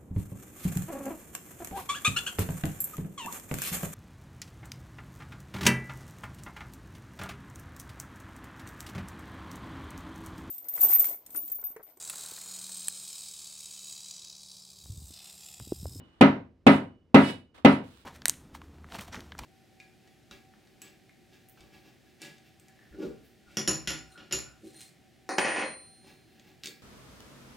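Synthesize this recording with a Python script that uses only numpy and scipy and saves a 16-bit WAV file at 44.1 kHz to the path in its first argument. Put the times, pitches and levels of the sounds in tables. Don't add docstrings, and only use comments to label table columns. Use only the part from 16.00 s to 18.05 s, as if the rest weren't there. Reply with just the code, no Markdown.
import sys
import numpy as np
from scipy import signal
from scipy.fft import rfft, irfft
from scipy.io import wavfile
from scipy.ndimage import uniform_filter1d, minimum_filter1d

SR = 44100
rng = np.random.default_rng(int(sys.argv[2]) if len(sys.argv) > 2 else 0)


def pcm_store(signal):
    levels = np.round(np.clip(np.atleast_2d(signal), -1, 1) * 32767)
    wavfile.write(sys.argv[1], SR, levels.astype(np.int16).T)


N = 90404
TIME_S = np.arange(N) / SR
BIN_HZ = np.arange(N // 2 + 1) * SR / N


# start in seconds, gains in dB of thump, tick, crush and grit, grit hold in seconds,
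# steel gain in dB, skid length in seconds. The first blow is already dying away.
BLOW_EVENTS = [(-.225, -3, 5, 3, -56, 0.037, -28.5, 0.039), (0.2095, -1, 7, 3.5, -58.5, 0.063, -50.5, .02),
               (0.6655, -1, 8, 5.5, -48, 0.082, -38, 0.042), (1.1434, 0, 3, 3, -47.5, 0.16, -41, 0.15),
               (1.6472, -2, 3.5, 4, -52, 0.09, -44, 0.07)]

def blows(room_lag_s=0.0036):
    shared_noise, body = noise(), thump()
    out = 0
    for start_s, thump_db, tick_db, crush_db, grit_db, grit_s, steel_db, skid_s in BLOW_EVENTS:
        boom = undb(thump_db) * (body + later(room(shared_noise), room_lag_s))
        stone = crack(tick_db, crush_db) + undb(grit_db) * grit(grit_s)
        out += later(boom + stone + undb(steel_db) * steel(skid_s), start_s)
    return out


# frequency in Hz, level in dB, T60 in seconds.
SLAB_RESONANCES = [(133.1, -20.5, 0.11), (239.1, -2.5, 0.069), (418.6, -11, 0.075), (495.4, -14, 0.074),
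                   (805.4, -16, 0.036)]
# frequency in Hz, level in dB, T60 in seconds.
FLOOR_RESONANCES = [(110, -27, 0.17), (152.9, -20.5, 0.27), (205.6, -12.5, 0.27), (253, -15.5, 0.32),
                    (277.3, -9.5, 0.24), (361, -20.5, 0.17), (404.1, -17, 0.16), (519.4, -25, 0.14),
                    (566.6, -22, 0.29), (628, -23, 0.19), (760, -26, 0.095), (948, -24.5, 0.28),
                    (1266.5, -22, 0.19), (1371, -29.5, 0.21), (1555, -33, .26), (2021, -25, .22)]

def thump(gain_db=5.5, floor_lag_s=0.008, right_lag_s=0.0001):
    t = TIME_S - np.array([[0], [right_lag_s]])

    def ring(modes, rise_s, hold_s):
        return sum(undb(db) * envelope(rise_s, hold_s, t60_s) * np.sin(2 * np.pi * hz * t)
                   for hz, db, t60_s in modes)

    slab = ring(SLAB_RESONANCES, rise_s=0.0033, hold_s=0.0079)
    floor = ring(FLOOR_RESONANCES, rise_s=0.0068, hold_s=0)
    return -undb(gain_db) * (slab + later(floor, floor_lag_s))


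# frequency in Hz, relative density in dB.
TICK_SPECTRUM = [(150, -40), (800, 14.5), (2500, -13.5), (5500, -29.5), (8500, -15.5), (11000, -30.5),
                 (16000, -32)]
# frequency in Hz, relative density in dB.
CRUSH_SPECTRUM = [(200, -13.5), (500, 0.5), (850, 9), (1400, -15.5), (2400, -2.5), (3500, -12.5),
                  (5500, -26), (15000, -48)]

def crack(tick_db, crush_db):
    tick = unit(colour(noise(), TICK_SPECTRUM)) * envelope(rise_s=0.0015, hold_s=0.00052, t60_s=0.04)
    crush = unit(colour(grains(), CRUSH_SPECTRUM)) * envelope(rise_s=0.003, hold_s=0.013, t60_s=0.02)
    return undb(tick_db - 18) * tick + undb(crush_db - 11.5) * crush


# frequency in Hz, level in dB, T60 in seconds.
TOOL_RESONANCES = [(1660, -7, .25), (1956, -7, .25), (2260, -6, .26), (2589, -7, .28), (2931, 0, .28),
                   (2945, -19, .75), (3308, -8, .27), (3690, -5, .27), (4087, -10, .27), (4480, -12, .27),
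                   (4909, -13, .26), (5337, -14, .24), (5778, -25, .24), (7184, -23, .22), (7680, -24, .22),
                   (8235, -22, .2), (8785, -22, .2), (9216, -19, .2), (9700, -21, .2)]

def steel(skid_s, swell_share=0.7, judder_depth=0.35, judder_hz=45, spread_rad=1.4):
    judder = judder_depth * (waver(judder_hz) + 1j * waver(judder_hz))
    out = 0
    for k, (hz, db, t60_s) in enumerate(TOOL_RESONANCES):
        judder_shift, phase_cycles = rng.random(2)
        uneven = 1 + np.roll(judder, int(judder_shift * N), axis=1)
        ear_phase = np.exp(1j * (-1) ** k * np.array([[0], [spread_rad]]))
        tone = np.exp(2j * np.pi * (hz * TIME_S + phase_cycles))
        out += undb(db) * (uneven * ear_phase * tone).imag * envelope(swell_share * skid_s, skid_s, t60_s)
    return out


# frequency in Hz, relative density in dB.
ROOM_SPECTRUM = [(30, -29.5), (70, -12), (130, -5.5), (250, -3.5), (450, -4.5), (850, -3), (1500, -8.5),
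                 (2300, -8), (3200, -22.5), (4400, -21), (5800, -48), (9000, -50), (15000, -54)]
# frequency in Hz, T60 in seconds.
ROOM_DECAY = [(60, 0.55), (250, 0.41), (900, .3), (2500, .28), (6000, .28), (14000, .22)]
# frequency in Hz, side minus mid in dB.
ROOM_WIDTH = [(60, -53.5), (220, -8), (500, -7), (1100, -1.5), (2200, 0.5), (8000, -1.5)]

def room(shared_noise, gain_db=-13, crossover_hz=2600):
    fresh_share = BIN_HZ ** 2 / (BIN_HZ ** 2 + crossover_hz ** 2)
    spectrum = rfft(shared_noise) * np.sqrt(1 - fresh_share) + rfft(noise()) * np.sqrt(fresh_share)
    centres_hz = 40 * 2 ** (np.arange(18) / 2)
    weights = undb(at(ROOM_SPECTRUM, centres_hz)) * np.sqrt(centres_hz)
    mid_side = 0
    for hz, weight in zip(centres_hz, weights / np.linalg.norm(weights)):
        band = np.cos(np.pi / 2 * np.clip(2 * np.log2((BIN_HZ + 1) / hz), -1, 1)) ** 2
        fade = envelope(rise_s=0.00082, hold_s=0, t60_s=at(ROOM_DECAY, hz))
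        tail = irfft(spectrum * band, N) * fade
        tail *= np.linalg.norm(fade) / np.linalg.norm(tail, axis=1, keepdims=True)
        side = undb(at(ROOM_WIDTH, hz))
        mid_side += weight * tail * np.array([[1], [side]]) / np.hypot(1, side)
    return undb(gain_db) * stereo(*mid_side)


# frequency in Hz, relative density in dB.
GRIT_SPECTRUM = [(800, 6), (2500, 18.5), (4500, -9.5), (6000, 3), (9200, 8), (11000, -2.5), (15500, -7.5)]

def grit(hold_s):
    return unit(colour(grains(), GRIT_SPECTRUM)) * envelope(rise_s=0.01, hold_s=hold_s, t60_s=0.25)


# start in seconds, hold in seconds, level in dB, tilt in dB per octave.
DRAG_EVENTS = [(0.032, .16, -67, 0.5), (1.278, 0.021, -39, 0), (1.541, 0.023, -57, 2.5),
               (1.574, 0.0084, -51.5, 0), (1.832, 0.192, -63, 5.5)]
# frequency in Hz, relative density in dB.
RUBBLE_SPECTRUM = [(150, 2), (260, 10), (450, 2), (1100, 5), (2300, -5.5), (3500, -5.5), (6000, -21.5),
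                   (9200, -22.5), (11000, -32), (15500, -32.5)]

def drags():
    out = 0
    for start_s, hold_s, db, tilt_db_per_oct in DRAG_EVENTS:
        scrape = unit(colour(grains(), RUBBLE_SPECTRUM, tilt_db_per_oct))
        out += later(undb(db) * scrape * envelope(rise_s=0.0068, hold_s=hold_s, t60_s=0.19), start_s)
    return out


# frequency in Hz, relative density in dB.
RUMBLE_SPECTRUM = [(25, -7.5), (52, 8.5), (85, 14.5), (120, -3.5), (165, 3.5), (260, 6), (420, -0.5),
                   (800, -14.5), (2000, -22.5), (3200, -27), (5000, -31), (10000, -44), (16000, -49.5)]

def rumble(gain_db=-64.5, side_db=-13):
    mid, side = unit(colour(noise(), RUMBLE_SPECTRUM))
    return undb(gain_db) * stereo(mid, undb(side_db) * side)


def undb(db):
    return 10 ** (np.asarray(db) / 20)


def unit(x):
    return x / np.sqrt(np.mean(x ** 2))


def stereo(mid, side):
    return np.array([mid + side, mid - side])


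def noise():
    return rng.standard_normal((2, N))


def grains(rate_per_s=9000, spread_db=3):
    clicks = (rng.random((2, N)) < rate_per_s / SR) * noise()
    return clicks * undb(spread_db * np.minimum(rng.exponential(size=(2, N)), 4))


def waver(bandwidth_hz):
    return unit(irfft(rfft(noise()) * np.exp(-(BIN_HZ / bandwidth_hz) ** 2), N))


def at(points, hz):
    points_hz, values = np.array(points, float).T
    return np.interp(np.log(hz + 1e-3), np.log(points_hz), values)


def colour(x, points, tilt_db_per_oct=0):
    octaves = np.log2(np.maximum(BIN_HZ, 100) / 2000)
    cepstrum = irfft(np.log(undb(at(points, BIN_HZ) + tilt_db_per_oct * octaves)), N)
    causal_fold = 2 * (np.arange(N) < N // 2) - (np.arange(N) == 0)
    response = irfft(np.exp(rfft(cepstrum * causal_fold)), N)[:4096]
    return signal.fftconvolve(x, response[None], axes=1)[:, :N]


def envelope(rise_s, hold_s, t60_s):
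    release = np.exp(-np.log(1000) * np.maximum(TIME_S - hold_s, 0) / t60_s)
    return np.minimum(TIME_S / rise_s, 1) * release


def later(x, start_s):
    shift = int(start_s * SR)
    delay, skip = max(shift, 0), max(-shift, 0)
    return np.pad(x, ((0, 0), (delay, skip)))[:, skip:skip + N]


# frequency in Hz, left minus right in dB.
EAR_BALANCE = [(200, 0.3), (600, 0.2), (1100, 0), (2200, -5.4), (5000, -4), (12000, -1.5)]

def scene(bass_cut_hz=85):
    highpass = signal.butter(2, bass_cut_hz, "high", fs=SR, output="sos")
    mix = signal.sosfilt(highpass, blows() + drags()) + rumble()
    balance_db = np.array([[1], [-1]]) * at(EAR_BALANCE, BIN_HZ) / 2
    return irfft(rfft(mix) * undb(balance_db), N)


def record(dry, window_samples=133, top_hz=15900):
    gain = 1 / np.maximum(np.abs(dry), 1)
    gain = uniform_filter1d(minimum_filter1d(gain, size=window_samples), size=window_samples)
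    lowpass = signal.ellip(8, 0.2, 70, top_hz, fs=SR, output="sos")
    return signal.sosfilt(lowpass, dry * gain)


dry = scene()
out = record(dry)
pcm_store(out)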